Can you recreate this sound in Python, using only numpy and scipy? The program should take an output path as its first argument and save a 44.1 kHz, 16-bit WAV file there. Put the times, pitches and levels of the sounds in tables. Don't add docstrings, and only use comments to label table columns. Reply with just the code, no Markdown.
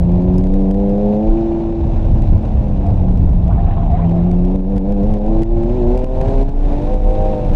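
import sys
import numpy as np
from scipy import signal
from scipy.io import wavfile
from scipy.ndimage import uniform_filter1d

SR = 44100
rng = np.random.default_rng(int(sys.argv[2]) if len(sys.argv) > 2 else 0)


def voltage_ratio(level):
    return 10 ** (np.asarray(level, float) / 20)


def int16_out(signal):
    q = np.round(np.clip(np.atleast_2d(signal).T, -1, 1) * 32767)
    wavfile.write(sys.argv[1], SR, q.astype(np.int16))


N = 332955

# time in seconds, load in dB (0 is full load).
ENGINE_LOAD = [(0.0, -7.1), (0.15, -4.0), (0.45, -3.7), (1.2, 1.0), (1.45, -1.7), (1.8, -6.1), (2.1, -10.6),
               (2.5, -8.1), (3.4, -12.5), (3.75, -19.2), (4.05, -6.7), (4.5, -3.8), (5.0, -2.4),
               (5.4, -0.5), (5.7, -4.8), (6.1, 0.1), (6.45, -1.4), (6.6, -2.3), (7.0, -3.3), (7.25, 0.7),
               (7.55, -4.5)]
# time in seconds, side wind in dB.
SIDE_WIND = [(0, -16), (.42, -16.5), (.6, -23.5), (1.3, -22.5), (1.4, -20), (1.78, -21.5), (1.85, -16),
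             (2.25, -13), (2.55, -17), (2.9, -14), (3.87, -13.5), (4.67, -22.5), (5.2, -20), (6.29, -16),
             (7.34, -23), (7.55, -16.5)]


def evened(x):
    return x / np.sqrt(np.mean(x ** 2) + 1e-20)


def curves(rows):
    seconds, *columns = np.transpose(rows)
    return [np.interp(np.arange(N) / SR, seconds, column) for column in columns]


def noise(spectrum, patchy_db, flicker_db, size=1024):
    frames, bin_hz = 4 * N // size + 9, np.fft.rfftfreq(size, 1 / SR)
    real, imaginary, patches = rng.standard_normal((frames, len(bin_hz), 3)).T
    patches = uniform_filter1d(patches, size=8, axis=0)
    patches = evened(uniform_filter1d(patches, size=8, axis=1))
    hz, db = np.transpose(spectrum)
    shape_db = np.interp(np.log(bin_hz + 1), np.log(hz + 1), db, left=-90, right=-90)[:, None]
    flicker = rng.standard_normal(frames)
    spectra = (real + 1j * imaginary) * voltage_ratio(shape_db + patchy_db * patches + flicker_db * flicker)
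    sound = signal.istft(spectra, nperseg=size, noverlap=3 * size // 4)[1]
    return evened(sound[size:][:N])


def slow(rate_hz):
    white = rng.standard_normal(N + SR)
    lowpass = signal.butter(3, rate_hz, fs=SR, output="sos")
    return evened(signal.sosfilt(lowpass, white)[SR:])


def wavering(hz, wander_hz, rate_hz):
    turns = np.cumsum(hz + wander_hz * slow(rate_hz)) / SR
    return np.sqrt(2) * np.sin(2 * np.pi * turns)


def wind_rumble():
    # pitch in Hz, relative level in dB per Hz.
    rumble_spectrum = [(20, -13.5), (45, 2), (90, 2), (140, -4.5), (220, -13.5), (400, -25.5)]
    (wind_db,) = curves(SIDE_WIND)
    return noise(rumble_spectrum, patchy_db=-1.5, flicker_db=2.0, size=4096) * voltage_ratio(wind_db)


def road_noise(firing_hz):
    # level in dB,
    # dB an octave of speed, dB for each dB of side wind, dB for each dB of load.
    roar_law = (-27.5, 1.5, 0.46, 0.48)
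    hiss_law = (-51.5, 8, .35, 0.25)
    # pitch in Hz, relative level in dB per Hz.
    roar_spectrum = [(100, 0), (200, 6), (400, 0.5), (600, 2.5), (800, -1.5), (1050, -11), (1300, -33)]
    hiss_spectrum = [(710, -34), (1200, -3), (1400, -2.5), (2050, -7.5), (2400, -6), (2700, -6.5),
                     (3100, -12.5), (3700, -10.5), (4100, -14), (4600, -18), (6200, -21), (8000, -31),
                     (11000, -48), (13000, -66)]
    fizz_spectrum = [(5000, -4.5), (8000, -1.5), (11000, -3.5)]
    cruise_hz, calm_db = 200, -20
    (wind_db,), (load_db,) = curves(SIDE_WIND), curves(ENGINE_LOAD)
    octaves = np.log2(firing_hz / cruise_hz)
    roar_db, hiss_db = [db + per_octave_db * octaves + windy * (wind_db - calm_db) + loaded * load_db
                        for db, per_octave_db, windy, loaded in (roar_law, hiss_law)]
    shake = slow(65)
    roar = noise(roar_spectrum, patchy_db=.5, flicker_db=.5) * voltage_ratio(roar_db + 1.1 * shake)
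    hiss = noise(hiss_spectrum, patchy_db=1.0, flicker_db=0.63, size=512) * voltage_ratio(hiss_db + 1.4 * shake)
    fizz = noise(fizz_spectrum, patchy_db=2.5, flicker_db=3.5, size=512)
    return roar + hiss + fizz * voltage_ratio(2.1 * hiss_db + 31.5)


def throb():
    # time in seconds, window throb in dB.
    throb_level = [(0.0, -16), (0.29, -25.5), (0.48, -14), (1.24, -28), (1.3, -12), (1.58, -24),
                   (2.33, -11), (2.46, -25.5), (3.24, -13), (3.53, -23), (3.64, -12), (4.14, -20),
                   (4.25, -31.5), (4.31, -14.5), (4.75, -16), (7.28, -12.5), (7.36, -25.5), (7.55, -11)]
    return wavering(30.5, wander_hz=4.35, rate_hz=8) * voltage_ratio(curves(throb_level)[0] + 2.2 * slow(8.7))


def tyres():
    # middle in seconds, length in seconds, pitch in Hz, level in dB.
    cry_rows = [(2.885, 0.16, 698, -33.5), (3.034, 0.11, 698.4, -37.5), (3.482, 0.075, 675, -31.5),
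                (3.652, 0.35, 692, -30.5), (3.808, 0.13, 660, -29.5), (3.923, 0.16, 660, -31.5),
                (4.017, .2, 687.6, -30), (4.166, .12, 658, -33), (4.27, 0.19, 690, -36)]
    # pitch in Hz, relative level in dB per Hz.
    scrub_spectrum = [(500, -9), (750, 1.5), (1100, -8.5), (1500, -16), (2500, -24), (4000, -30.5)]
    scrub_db = -7.5
    t, (middles, _, pitches, _) = np.arange(N) / SR, np.transpose(cry_rows)
    hz = np.interp(t, middles, pitches)
    cries = sum(voltage_ratio(db) * np.cos(np.pi * np.clip((t - middle) / length, -.5, .5))
                for middle, length, _, db in cry_rows)
    moan = wavering(hz, 20, 20) * voltage_ratio(3.5 * slow(14))
    above = .45 * wavering(1.15 * hz, 30, 28) * voltage_ratio(4.5 * slow(12))
    growl = 0.11 * wavering(1.6 * hz, 70, 60)
    scrub = noise(scrub_spectrum, patchy_db=4.5, flicker_db=2.5, size=512) * voltage_ratio(scrub_db)
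    return cries * (moan + above + growl) + scrub * uniform_filter1d(cries, size=9000)


def ticks():
    # start in seconds, largest step in dB before smoothing.
    tick_rows = [(0.1175, -38), (.221, -41), (0.411, -36), (0.4389, -34), (0.47, -32), (0.5387, -34),
                 (0.605, -40), (.621, -39.5), (0.7109, -31.5), (.744, -38.5), (0.895, -37), (.979, -41),
                 (2.221, -33.5), (2.176, -38.5), (2.272, -37), (2.458, -41), (2.867, -37), (3.1741, -35),
                 (3.48, -36), (3.916, -40.5), (4.0946, -35.5), (4.3137, -32.5), (4.347, -42.5),
                 (4.45, -37.5), (4.56, -34.5), (4.765, -37), (4.779, -34), (4.922, -37), (5.032, -39),
                 (5.137, -34), (5.187, -38), (5.42, -33.5), (5.4321, -30), (5.634, -37.5), (5.976, -29.5),
                 (5.9915, -34.5), (6.043, -31.5), (6.2126, -32), (6.2821, -37.5), (6.4143, -38),
                 (6.4296, -35.5), (6.4937, -34.5), (6.94, -34.5), (7.095, -37)]
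    small_per_s, small_db = 30, -52.5
    falls = rng.random(N) < small_per_s / SR
    steps = falls * voltage_ratio(small_db + 3.7 * rng.exponential(1, N))
    for (start, db), draw in zip(tick_rows, rng.random((len(tick_rows), 15))):
        count = 2 + int(6 * draw[0])
        at = round(start * SR) + np.cumsum(13 + 16 * draw[1:8]).astype(int)
        steps[at[:count]] += voltage_ratio(db) * (.5 + .5 * draw[8:][:count])
    t = np.arange(-40, 41)
    jump = np.sign(t) * np.exp(-abs(t) / 10.0)
    return signal.oaconvolve(steps, uniform_filter1d(jump, size=2), "same")


def rattles():
    # pitch in Hz, relative level in dB, time to fall 60 dB in seconds.
    modes = [(6240, 0, 0.008), (5300, -1, 0.008), (10300, -4, 0.007)]
    # start in seconds, peak in dB.
    blow_rows = [(0.342, -46.5), (.382, -33.5)]
    out, t = np.zeros(N), np.arange(1500) / SR
    ring = sum(voltage_ratio(db - 60 * t / t60) * np.sin(2 * np.pi * hz * t) for hz, db, t60 in modes)
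    for start, db in blow_rows:
        burst = rng.standard_normal(200) * np.exp(-np.arange(200) / 60)
        blow = np.convolve(ring, burst)[:1500]
        out[round(start * SR):][:1500] += voltage_ratio(db) * blow / abs(blow).max()
    return out


def dips():
    # time in seconds, depth in dB.
    dip_rows = [(0.414, 3), (0.471, 2.5), (0.715, 3), (4.562, 5.5), (4.608, 4.5), (4.782, 6.5), (4.931, 4),
                (5.178, 5.5), (5.425, 1.5), (5.431, 8.5), (5.977, 5), (6.046, 7.5), (6.435, 8.5), (6.5, 5),
                (6.97, 5.5)]
    recovery_db_per_s = 51
    drops = np.zeros(N)
    for s, db in dip_rows:
        drops[round(s * SR)] = db
    total_db = np.cumsum(uniform_filter1d(drops, size=130) - recovery_db_per_s / SR)
    return voltage_ratio(np.minimum.accumulate(total_db) - total_db)


def firing_rate():
    # time in seconds, firing rate in Hz.
    speed = [(0.0, 173.2), (0.52, 188.3), (1.16, 209.8), (1.36, 224.3), (1.74, 223.7), (2.0, 219.4),
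             (2.23, 219.9), (2.54, 212.1), (2.78, 195.8), (3.03, 184.9), (3.41, 174.4), (4.1, 169.1),
             (4.9, 195.8), (5.3, 215.7), (6.0, 251.2), (6.36, 268.9), (6.91, 300.7), (7.3, 313.9),
             (7.4, 300.7), (7.55, 296.9)]
    # time in seconds, size of the swing in Hz before damping.
    jolts = [(0.508, 6.9), (4.233, 4.0), (4.501, 7.0), (4.65, 12.2), (4.838, 8.7), (5.022, 10.9),
             (5.368, 2.1), (5.461, 5.5), (5.693, 12.1), (6.039, 5.2), (6.231, 3.6), (6.574, 7.0),
             (6.883, 7.6)]
    swing_hz, decay_s = 4.25, .2
    t, (hz,) = np.arange(N) / SR, curves(speed)
    for s, size_hz in jolts:
        after = np.maximum(t - s, 0)
        hz = hz + size_hz * np.sin(2 * np.pi * swing_hz * after) * np.exp(-after / decay_s)
    return hz


def engine(hz, rough=0.03):
    # multiple of the firing rate, dB at full load before the cabin,
    # dB lost for each dB of load.
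    tones = [(1, 0, 1), (1.5, 1.4, 1.2), (2, 2.0, 2.7), (2.5, 2.2, 1.9), (2.667, -17, 0)]
    # multiple of the firing rate, dB at full load before the fade.
    upper_tones = [(3, -34.5), (3.5, -34), (4, -38)]
    # crank order (firing is order 3), dB near top speed, dB at lower speeds.
    crank_tones = [(2, -29.5, -39.5), (3.5, -36, -43.5), (4, -42, -43.5), (5, -24.5, -50.5),
                   (7.5, -40.5, -60)]
    # pitch in Hz, gain in dB.
    cabin = [(170.0, -8.3), (208.0, -15.8), (224.0, -22.1), (243.0, -18.8), (262.0, -28.4), (278.0, -19.2),
             (295.0, -22.5), (312.0, -33.0), (335.0, -16.8), (365.0, -17.0), (387.0, -27.4), (412.0, -25.9),
             (447.0, -38.9), (480.0, -26.6), (505.0, -22.6), (530.0, -29.3), (558.0, -35.1), (590.0, -24.5),
             (625.0, -29.7), (680.0, -31.8), (720.0, -39.1), (780.0, -33.2), (850.0, -48.0),
             (1100.0, -48.0)]
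    upper_loss = 1.3
    fade_hz, fade_db = 750, -31.5
    crank_from_hz, crank_full_hz = 280, 304.7
    (load_db,), (cabin_hz, cabin_db) = curves(ENGINE_LOAD), np.transpose(cabin)
    gains = []
    for k, db, loss in tones:
        lift_db = np.interp(np.log(k * hz), np.log(cabin_hz), cabin_db)
        gains.append((k, voltage_ratio(db + loss * load_db + lift_db)))
    for k, db in upper_tones:
        octaves_over = np.maximum(np.log2(k * hz / fade_hz), 0)
        gains.append((k, voltage_ratio(db + upper_loss * load_db + fade_db * octaves_over)))
    top = np.clip((hz - crank_from_hz) / (crank_full_hz - crank_from_hz), 0, 1)
    for order, db, low_db in crank_tones:
        gains.append((order / 3, voltage_ratio(top * db + (1 - top) * low_db)))
    turns = np.cumsum(hz * (1 + 0.003 * slow(25))) / SR
    out = np.zeros(N)
    for k, gain in gains:
        unevenness = (1 + rough * slow(40)) * voltage_ratio(.9 * slow(6.6))
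        out += np.sqrt(2) * gain * unevenness * np.sin(2 * np.pi * (k * turns + rng.random()))
    return out


def scene():
    hz, level = firing_rate(), dips()
    dipped = wind_rumble() + road_noise(hz) + tyres() + engine(hz)
    throb_share = 0.29
    return (level ** throb_share * throb() + level * dipped + ticks() + rattles())[None]


def band_limit(x):
    return signal.sosfilt(signal.butter(12, 15710, fs=SR, output="sos"), x)


def record(dry, knee=.6, slope=.31, stepped=.03):
    squeeze = (1 - slope) * np.maximum(1 - knee / (abs(dry) + 1e-9), 0)
    smooth = uniform_filter1d(squeeze, size=40)
    held = np.repeat(smooth[:, ::20], 20, axis=1)[:, :N]
    limited = dry * (1 - (1 - stepped) * smooth - stepped * held)
    return band_limit(limited)


dry = scene()
out = record(dry)
int16_out(out)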